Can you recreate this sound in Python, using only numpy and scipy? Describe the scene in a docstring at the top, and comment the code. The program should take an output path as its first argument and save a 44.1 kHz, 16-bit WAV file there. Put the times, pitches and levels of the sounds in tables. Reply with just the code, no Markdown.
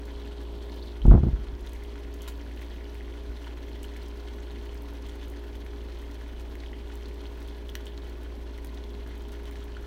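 """Noodle soup simmers in a pan, heard from a hand-held camera just above it.
Countless small bubbles burst over a soft hiss; larger ones plop, and now and then a drop spits or sizzles.
About a second in, the hand shifts its grip and bumps the camera with a loud, dull thump; the camera
rocks to rest. Behind it all an extractor fan hums, its air rushing through the hood."""
import sys
import numpy as np
from scipy import signal
from scipy.fft import rfft, irfft, next_fast_len
from scipy.io import wavfile

SR = 44100
rng = np.random.default_rng(int(sys.argv[2]) if len(sys.argv) > 2 else 0)


def file_out(sig):
    """Save sig as 16-bit WAV at sys.argv[1]."""
    # one column per channel
    cols = np.atleast_2d(sig).T
    # limit, then scale
    lim = np.clip(cols, -1, 1)
    pcm = np.round(lim * 32767).astype(np.int16)
    wavfile.write(sys.argv[1], SR, pcm)


N = 434826
TIME = np.arange(N) / SR

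# Crowds of bubbles, large to tiny. Each row: pitch in Hz, bursts a second, level in dB.
BUBBLE_CROWDS = [(1058, 82, -69), (1680, 270, -62), (3210, 400, -63), (4460, 170, -68), (5800, 110, -74.5),
                 (9200, 200, -83), (13800, 340, -72.5)]
# Hiss of the finest bubbles. Each row: frequency in Hz, level in dB.
HISS_SPECTRUM = [(500, -20), (1100, 3), (1700, 7), (2500, 0.5), (3300, 3.5), (4200, 1), (5000, -5),
                 (6000, -1.5), (7200, -10.5), (10000, -11.5), (11000, -49), (15000, -28)]
# Strength of the boil. Each row: time in seconds, gain in dB.
BOIL_RIDE = [(0, 1), (.85, -2), (1.15, -1.3), (2, -2), (4, -0.5), (8.7, -1.9), (9.86, -0.5)]
# Big bubbles and deep, slow ones. Each row: start in seconds, level in dB, pitch in Hz, cycles to the crest.
PLOP_CUES = [(0.7199, -37, 4290, .8), (0.882, -45, 3810, 0.99), (1.0179, -34.5, 3050, 1.9),
             (1.6723, -33, 3580, 1.5), (1.831, -45, 1660, 1.2), (1.956, -33, 1300, 0.44),
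             (2.208, -38, 3030, 1.4), (2.267, -41, 2830, 1.6), (2.4073, -37, 1780, 0.77),
             (2.5123, -38, 2010, 1.2), (2.5745, -42, 2670, 1.9), (2.6173, -32.5, 1920, 0.77),
             (2.706, -41, 1690, 1.2), (2.716, -45, 3500, 1.8), (2.952, -35.5, 2150, .9),
             (3.008, -37, 1890, 1.8), (3.3667, -40, 3960, 1.4), (3.4445, -37, 2980, 1.1),
             (3.4714, -36.5, 1400, 1.5), (3.843, -34.5, 2900, 2.2), (3.963, -33, 2100, 0.74),
             (4.2845, -34.5, 2920, 0.91), (4.385, -39, 1630, 0.9), (4.43, -46, 1670, .8),
             (4.4838, -47, 1490, .8), (4.507, -39.5, 3800, 1.8), (4.561, -40, 1940, 1.8),
             (4.692, -39, 2830, 1.6), (4.752, -38, 1710, .9), (5.094, -36, 3400, 1.3),
             (5.438, -39, 1660, 1.2), (5.664, -32.5, 1930, 0.57), (6.0252, -39, 1880, 1),
             (6.213, -42, 1720, 1.3), (6.293, -41, 1880, 0.92), (6.554, -37, 1860, 0.71),
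             (6.6028, -35, 4070, 1.3), (6.636, -35, 2010, 1.1), (6.662, -36.5, 3340, 1.1),
             (6.7307, -35.5, 1950, 2.1), (7.042, -38, 1530, 0.49), (7.057, -34.5, 3870, 1.2),
             (7.207, -36, 3470, 0.81), (7.2555, -33.5, 2920, 1.1), (7.4853, -36, 3250, 1),
             (7.692, -30, 3320, 1.3), (7.8679, -31.5, 2980, 1.5), (7.977, -31.5, 3830, 1),
             (8.584, -39, 1900, 1.7), (8.6465, -38, 1740, .6), (8.7745, -34, 3550, .9),
             (8.839, -35.5, 3450, 1.3), (9.063, -36, 1540, 0.81), (9.4553, -37, 3340, 1.2),
             (9.557, -32, 1910, .6), (9.6264, -43, 3290, 1.3), (9.749, -40, 2930, 2.7),
             (9.767, -34, 1460, 1.9)]
BLUP_CUES = [(1.955, -54, 884, 1.4), (3.085, -55, 605, 1.2), (3.469, -45, 910, 1.3),
             (4.253, -43, 696, 0.89), (5.323, -44, 633, 1)]
# Spitting drops. Each row: start in seconds, level in dB, centre of the tick's colour in Hz.
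SPIT_CUES = [(1.065, -39, 9000), (1.6077, -45, 8000), (1.6631, -43, 8600), (1.693, -42, 8400),
             (1.732, -38, 8500), (1.8357, -42, 10000), (2.14, -39.5, 9000), (2.2194, -34, 8500),
             (2.5616, -45, 11000), (2.6194, -41, 13000), (2.9447, -42, 13000), (3.4321, -48, 11000),
             (3.83, -32.5, 9500), (3.9659, -40, 11000), (4.0297, -44, 11000), (4.2845, -49, 5500),
             (4.6548, -44, 13000), (4.7435, -40, 12500), (4.8204, -39, 12000), (4.935, -42, 13000),
             (5.0868, -43, 8000), (5.0945, -43, 7000), (5.2809, -41, 10000), (5.2994, -40, 11000),
             (5.9878, -46, 11000), (6.3964, -44, 7960), (6.5535, -42, 11000), (6.9386, -42, 12500),
             (6.9541, -37, 11500), (7.2569, -51, 14000), (7.6962, -39, 13000), (7.856, -39, 9000),
             (8.6457, -33.5, 9500), (8.6697, -39, 11000), (8.839, -50, 5500), (9.1775, -43, 11000),
             (9.319, -38, 9400), (9.4544, -43, 11000), (9.511, -39, 12500), (9.558, -50, 5000),
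             (9.6405, -40, 11000)]
# Colour of spits and spray. Each row: frequency in Hz, level in dB.
SPIT_SPECTRUM = [(1500, -25), (4000, 6), (6500, 4.5), (9000, 0), (12000, -0.5), (15500, 2.5)]
# Collapsing froth. Each row: start in seconds, level in dB.
FIZZ_CUES = [(0.786, -61), (.817, -54), (.868, -55.5), (6.634, -60), (7.045, -61), (7.204, -62)]
# Steam off hot metal. Each row: frequency in Hz, level in dB.
STEAM_SPECTRUM = [(300, -4), (700, 0), (1200, 0), (2000, 0), (3500, 0), (6000, -3), (9000, -5), (15000, -5)]
# The pan wall rings under a sizzle and a pop. Each row: pitch in Hz, level in dB, seconds to fall 60 dB.
WALL_SIZZLE_MODES = [(1120, -46, .045), (1405, -43, .06), (3800, -48, .09), (4301, -49, .1),
                     (7150, -49, .1)]
WALL_POP_MODES = [(1930, -27.5, 0.0082), (2920, -21, 0.0021), (2950, -48, .05), (3930, -29, 0.0028),
                  (5660, -31, 0.0065), (11800, -30.5, 0.0032), (14800, -30, 0.0029)]
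# Resonances of the air in the pan. Each row: centre in Hz, width in Hz, gain of the added band in dB.
PAN_RESONANCES = [(936, 114, 2), (1740, 1500, -13), (3150, 400, -8.5), (4270, 170, -15)]
# The hand bumps the camera.
# Each row: start in seconds, boom level in dB, boom pitch in Hz, thud gain in dB, knock gain in dB.
BUMP_CUES = [(1.044, -37, 60, -29, -42), (1.0522, -10, 24, -14, -18), (1.0793, -7, 55, -12.5, -28),
             (1.0963, -5, 48, -22, -44), (1.1115, -9, 47, -10, -10), (1.1316, -31, 41.8, -15, -13),
             (1.139, -32, 42, -11, -28), (1.1498, -12.5, 47, -9.5, -15), (1.1747, -14, 66, -16.5, -19.5),
             (1.2045, -30, 68, -25, -41), (1.2329, -19, 85, -16.5, -22), (1.2484, -39, 65, -24, -29),
             (1.2666, -18, 62, -17, -30), (1.2833, -19, 55, -23, -30), (1.3303, -15.5, 56.8, -30, -56),
             (1.388, -31, 50.4, -38, -70), (1.526, -27, 49.7, -46, -70), (3.29, -32, 53.7, -54, -66)]
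# The camera's body thuds, its shell knocks. Each row: pitch in Hz, level in dB, seconds to fall 60 dB.
BODY_MODES = [(105, -4.5, 0.089), (135, -3.5, 0.16), (168, -4, .075), (206.5, -4, 0.076), (327, -7, 0.08)]
SHELL_MODES = [(488, -0.5, 0.014), (745, -10, 0.018), (982, -7.5, .014), (1206, -9, 0.01),
               (1670, -15.5, 0.0066)]
# Skin scuffing the shell. Each row: frequency in Hz, level in dB.
SCUFF_SPECTRUM = [(150, -9), (400, 5), (700, 4), (1050, -4.5), (1500, -16), (2200, -29), (4000, -64)]
# The camera's move over the pan. Each row: time in seconds, gain of the wall's echo, treble gain in dB.
CAMERA_PATH = [(0, 0.099, -1.5), (.5, 0.41, 0), (.85, 0.19, 2), (1.08, 0, -1.5), (1.5, 0.016, -1.5),
               (1.68, 0.035, 0.5), (9.86, .04, -0.26)]
# Hum of the fan. Each row: multiple of the motor speed, level in dB.
MOTOR_HARMONICS = [(1, -38), (5, -57), (6, -56.5), (7, -52), (8, -85), (9, -66.5), (10, -67), (11, -66.5),
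                   (14, -76), (18, -73.5)]
# Rush of the fan's air. Each row: frequency in Hz, level in dB.
AIR_SPECTRUM = [(15, -16), (45, 3), (95, 2), (140, -7.5), (210, -2.5), (300, -2), (400, -6.5), (470, -5),
                (560, -11), (730, -12), (930, -10.5), (1250, -21), (2500, -21.5), (8000, -40)]
# Drone of the hood, stirred by the air. Each row: centre in Hz, width in Hz, level in dB.
HOOD_RESONANCES = [(30, 13, -52.5), (244.2, 10.5, -62), (282, 8, -56), (365.6, 16, -61), (665, 16, -70.5)]
# The kitchen's tail. Each row: frequency in Hz, seconds to fall 60 dB.
KITCHEN_DECAY = [(200, 0.18), (2000, 0.26), (6000, 0.076), (15000, 0.18)]


def simmer(spread_db=5.0, clump=.3, hiss_db=-60, flicker_db=2.57):
    """Bubbles of every size burst in clumps over a flickering hiss; a few are much louder than the rest."""
    surge = drift(35)
    busy = np.exp(clump * surge)
    out = gain_of(hiss_db + flicker_db * surge) * coloured(HISS_SPECTRUM)
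    for hz, per_s, db in BUBBLE_CROWDS:
        crowd = np.zeros(N)
        # thick broth damps each ring within a few cycles
        rings = [bubble(hz * np.exp(rng.uniform(-.25, .25)), rng.uniform(.5, 1.5)) for _ in range(48)]
        when, size, kind = rng.random((7000, 3))[:int(per_s * N / SR)].T
        starts = np.searchsorted(np.cumsum(busy) / busy.sum(), when) / SR
        heights = gain_of(spread_db * np.minimum(-np.log(1 - size), 3.8))
        for s, height, pick in zip(starts, heights, kind):
            add(crowd, s, height * rings[int(pick * len(rings))])
        out += gain_of(db) * unit_rms(crowd)
    return out * gain_of(curve(BOIL_RIDE)[0])


def bubble(hz, cycles, glide=0.035):
    """A bursting bubble's cavity swells into a short ring, rising a little as it opens."""
    turns = hz * TIME[:1500]
    age = turns / max(cycles, .3)
    swell = (age * np.exp(1 - age)) ** 1.4
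    return swell * np.sin(2 * np.pi * turns * (1 + glide * np.tanh(age / 6)))


def plops(plop_db=-2.5, splash_db=-18, daughter_db=-11, daughter_s=.012):
    """Large bubbles plop, their torn skin splashes back and traps a smaller bubble; deep ones blup."""
    out = np.zeros(N)
    for s, db, hz, cycles in PLOP_CUES:
        add(out, s, gain_of(db + plop_db) * bubble(hz, cycles))
        add(out, s, gain_of(db + splash_db) * puff(HISS_SPECTRUM, 0.00082, 0.0032))
        delay, pitch = rng.random(2)
        daughter = bubble(hz * (1.15 + .6 * pitch), cycles)
        add(out, s + daughter_s * delay, gain_of(db + daughter_db) * daughter)
    for s, db, hz, cycles in BLUP_CUES:
        add(out, s, gain_of(db) * bubble(hz, cycles))
    return out


def spits(spit_db=-8.0, rise_s=0.00094, fall_s=0.0014, focus_db=9, droplet_db=-11, scatter_s=.028):
    """Each drop spits with a bright tick, pitched by its size, and three droplets spatter after it."""
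    out = np.zeros(N)
    for s, db, hz in SPIT_CUES:
        colour = [(f, level - focus_db * np.log2(f / hz) ** 2) for f, level in SPIT_SPECTRUM]
        add(out, s, gain_of(db + spit_db) * puff(colour, rise_s, fall_s))
        for delay, size in rng.random((3, 2)):
            droplet = 2 * size * puff(colour, rise_s / 2, fall_s / 2)
            add(out, s + scatter_s * delay, gain_of(db + spit_db + droplet_db) * droplet)
    return out


def spray(db=-71, per_s=45, spread_db=12.5):
    """A fine spray from the bursting bubbles ticks faintly across the whole treble."""
    when, size = rng.random((2000, 2))[:int(per_s * N / SR)].T
    drops = np.zeros(N)
    drops[(when * N).astype(int)] = gain_of(spread_db * np.minimum(-np.log(1 - size), 3))
    tick = strike(TIME[:1000], rise_s=0.0012, fall_s=0.0042)
    envelope = signal.oaconvolve(drops, tick)[:N]
    return gain_of(db + curve(BOIL_RIDE)[0]) * unit_rms(envelope * coloured(SPIT_SPECTRUM))


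def fizzes(hz=4000, length_s=.017, count=8):
    """A patch of froth collapses: a handful of like bubbles burst almost together."""
    out = np.zeros(N)
    for s, db in FIZZ_CUES:
        patch = np.zeros(3000)
        for when, pitch in rng.random((count, 2)):
            add(patch, when * length_s, bubble(hz * (.85 + .3 * pitch), cycles=1.6))
        add(out, s, gain_of(db) * patch / np.linalg.norm(patch) * np.sqrt(length_s * SR))
    return out


def sizzle(start_s=2.2767, db=-41.0, grain_db=1.5):
    """A splash rings the hot wall and boils away in a crackling blink."""
    out = np.zeros(N)
    steam = puff(STEAM_SPECTRUM, rise_s=.001, fall_s=0.018)
    crackle = unit_rms(gain_of(grain_db * drift(400, len(steam))))
    wall = ring(WALL_SIZZLE_MODES, contact_s=.0005, size=len(steam))
    add(out, start_s, gain_of(db) * steam * crackle + wall)
    return out


def pop(start_s=7.7537, low_cut_hz=1400):
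    """One pocket of steam snaps against the pan; it is too small to radiate any bass."""
    out = np.zeros(N)
    low_cut = signal.butter(3, low_cut_hz, "high", fs=SR, output="sos")
    add(out, start_s, signal.sosfilt(low_cut, ring(WALL_POP_MODES, contact_s=.00003)))
    return out


def pan(x, trim_db=-2):
    """The hollow of the pan lifts a few bands of the soup's sound."""
    bands = sum(gain_of(db) * signal.lfilter(*signal.iirpeak(hz, hz / width, fs=SR), x)
                for hz, width, db in PAN_RESONANCES)
    return gain_of(trim_db) * (x + bands)


def handling(scuff_db=-17, rock_start_s=1, rock_hz=43.24, rock_db=-21.5, rock_t60_s=2):
    """Each bump swings the camera, thuds its body, knocks and scuffs its shell; then it rocks to rest."""
    out, swing = np.zeros(N), np.zeros(N)
    thud = ring(BODY_MODES, contact_s=0.0013)
    knock = ring(SHELL_MODES, contact_s=0.00078)
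    for s, boom_db, _, thud_db, knock_db in BUMP_CUES:
        add(swing, s, gain_of(boom_db) * strike(TIME[:SR // 2], rise_s=0.0044, fall_s=0.016))
        add(out, s, gain_of(thud_db) * thud + gain_of(knock_db) * knock)
        add(out, s, gain_of(knock_db + scuff_db) * puff(SCUFF_SPECTRUM, 0.0013, 0.016))
    # the rocking is one deep ring that beats against the fan's hum
    add(out, rock_start_s, ring([(rock_hz, rock_db, rock_t60_s)], contact_s=.03, size=SR))
    boom_hz = curve(BUMP_CUES)[1]
    boom = swing * np.sin(2 * np.pi * np.cumsum(boom_hz * (swing > 0)) / SR)
    return out + boom


def fan(motor_hz=58.36, waver=0.00071, flutter=0.17, air_db=-49):
    """Motor tones, the upper ones fluttering in the draught, over rushing air and a droning hood."""
    turns = np.cumsum(motor_hz * (1 + waver * drift(1.55))) / SR
    out = gain_of(air_db) * coloured(AIR_SPECTRUM)
    for multiple, db in MOTOR_HARMONICS:
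        sway = 1 + flutter * drift(2.7) if multiple > 2 else 1
        tone = np.sin(2 * np.pi * (multiple * turns + rng.random()))
        out += np.sqrt(2) * gain_of(db) * sway * tone
    for centre, width, db in HOOD_RESONANCES:
        out += gain_of(db) * noise(lambda hz: 1 / (1 + (2 * (hz - centre) / width) ** 2))
    return out


def over_pan(x, echo_s=0.00022, rim_hz=2500, wall_hz=5000):
    """The wall's echo hollows the sound while the camera is low; the rim dulls it as it pulls back."""
    echo, treble_db = curve(CAMERA_PATH)
    reflected = signal.sosfilt(signal.butter(1, [200, wall_hz], "band", fs=SR, output="sos"), x)
    x = x + echo * np.interp(TIME - echo_s, TIME, reflected)
    low = signal.sosfiltfilt(signal.butter(2, rim_hz, fs=SR, output="sos"), x)
    return low + gain_of(treble_db) * (x - low)


def kitchen(x, wet_db=-9.5, near_gain=.25, echoes_per_s=3000):
    """Six close echoes off the pan and hob, then a short, faint tail that lingers most in the mids."""
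    size = SR // 2
    taps = rng.choice([-1., 1.], size) * (rng.random(size) < echoes_per_s / SR) * (TIME[:size] > .004)
    hz, t, spectra = signal.stft(taps, SR, nperseg=256)
    decay = np.exp(-np.log(1000) * t / value_at(KITCHEN_DECAY, hz)[:, None])
    tail = signal.istft(spectra * decay, SR, nperseg=256)[1]
    response = gain_of(wet_db) * tail / np.linalg.norm(tail)
    response[rng.integers(30, 260, size=6)] += near_gain / np.sqrt(6) * rng.choice([-1., 1.], size=6)
    return x + signal.oaconvolve(x, response)[:N]


def ring(modes, contact_s, size=12000):
    """Modes set ringing by a blow that takes contact_s to build."""
    t = TIME[:size]
    tones = sum(gain_of(db) * np.exp(-np.log(1000) * t / t60) * np.sin(2 * np.pi * hz * t)
                for hz, db, t60 in modes)
    return (1 - np.exp(-(t / contact_s) ** 2)) * tones


def puff(points, rise_s, fall_s):
    """A short burst of coloured noise, of rms about 1 at its crest."""
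    size = min(9000, 400 + int(10 * fall_s * SR))
    envelope = strike(TIME[:size], rise_s, fall_s)
    sound = envelope * coloured(points, size)
    return sound * np.linalg.norm(envelope) / np.linalg.norm(sound)


def strike(t, rise_s, fall_s):
    """Envelope of height 1 with a quick attack and an exponential decay."""
    shape = (1 - np.exp(-(t / rise_s) ** 2)) * np.exp(-t / fall_s)
    return shape / shape.max()


def noise(shape, size=N):
    """Noise of rms 1 whose amplitude spectrum is shape(Hz)."""
    length = next_fast_len(size, True)
    spectrum = rfft(rng.standard_normal(length)) * shape(np.fft.rfftfreq(length, 1 / SR))
    return unit_rms(irfft(spectrum, length)[:size])


def coloured(points, size=N):
    """Noise with a spectrum given in dB."""
    return noise(lambda hz: gain_of(value_at(points, hz)), size)


def drift(rate_hz, size=N):
    """A random wobble of rms 1, rolling off above rate_hz."""
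    return noise(lambda hz: 1 / (1 + (hz / rate_hz) ** 4), size)


def value_at(points, hz):
    """Reads a table on a log-frequency axis."""
    f, value = np.transpose(points)
    return np.interp(np.log(hz + 1), np.log(f + 1), value)


def curve(rows):
    """Each column of a time table, at every sample."""
    s, *columns = np.transpose(rows)
    return [np.interp(TIME, s, column) for column in columns]


def add(mix, s, sound):
    """Mixes a sound in at s seconds."""
    part = mix[max(round(s * SR), 0):][:len(sound)]
    part += sound[:len(part)]


def gain_of(db):
    """Decibels to amplitude."""
    return 10 ** (np.asarray(db) / 20)


def unit_rms(x):
    """Scales to rms 1."""
    return x / np.sqrt(np.mean(x ** 2) + 1e-20)


def scene():
    """Soup and fan arrive through the air, the bumps through the camera body."""
    bubbling = simmer() + spray() + plops() + spits() + fizzes() + sizzle()
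    soup = kitchen(pan(bubbling) + pop())
    return (over_pan(soup + fan()) + handling())[None]


def record(dry, high_cut_hz=15900):
    """A steep high cut takes off the very top."""
    high_cut = signal.firwin(511, high_cut_hz, window=("kaiser", 9), fs=SR)
    return signal.oaconvolve(dry, high_cut[None], "same")


dry = scene()
out = record(dry)
file_out(out)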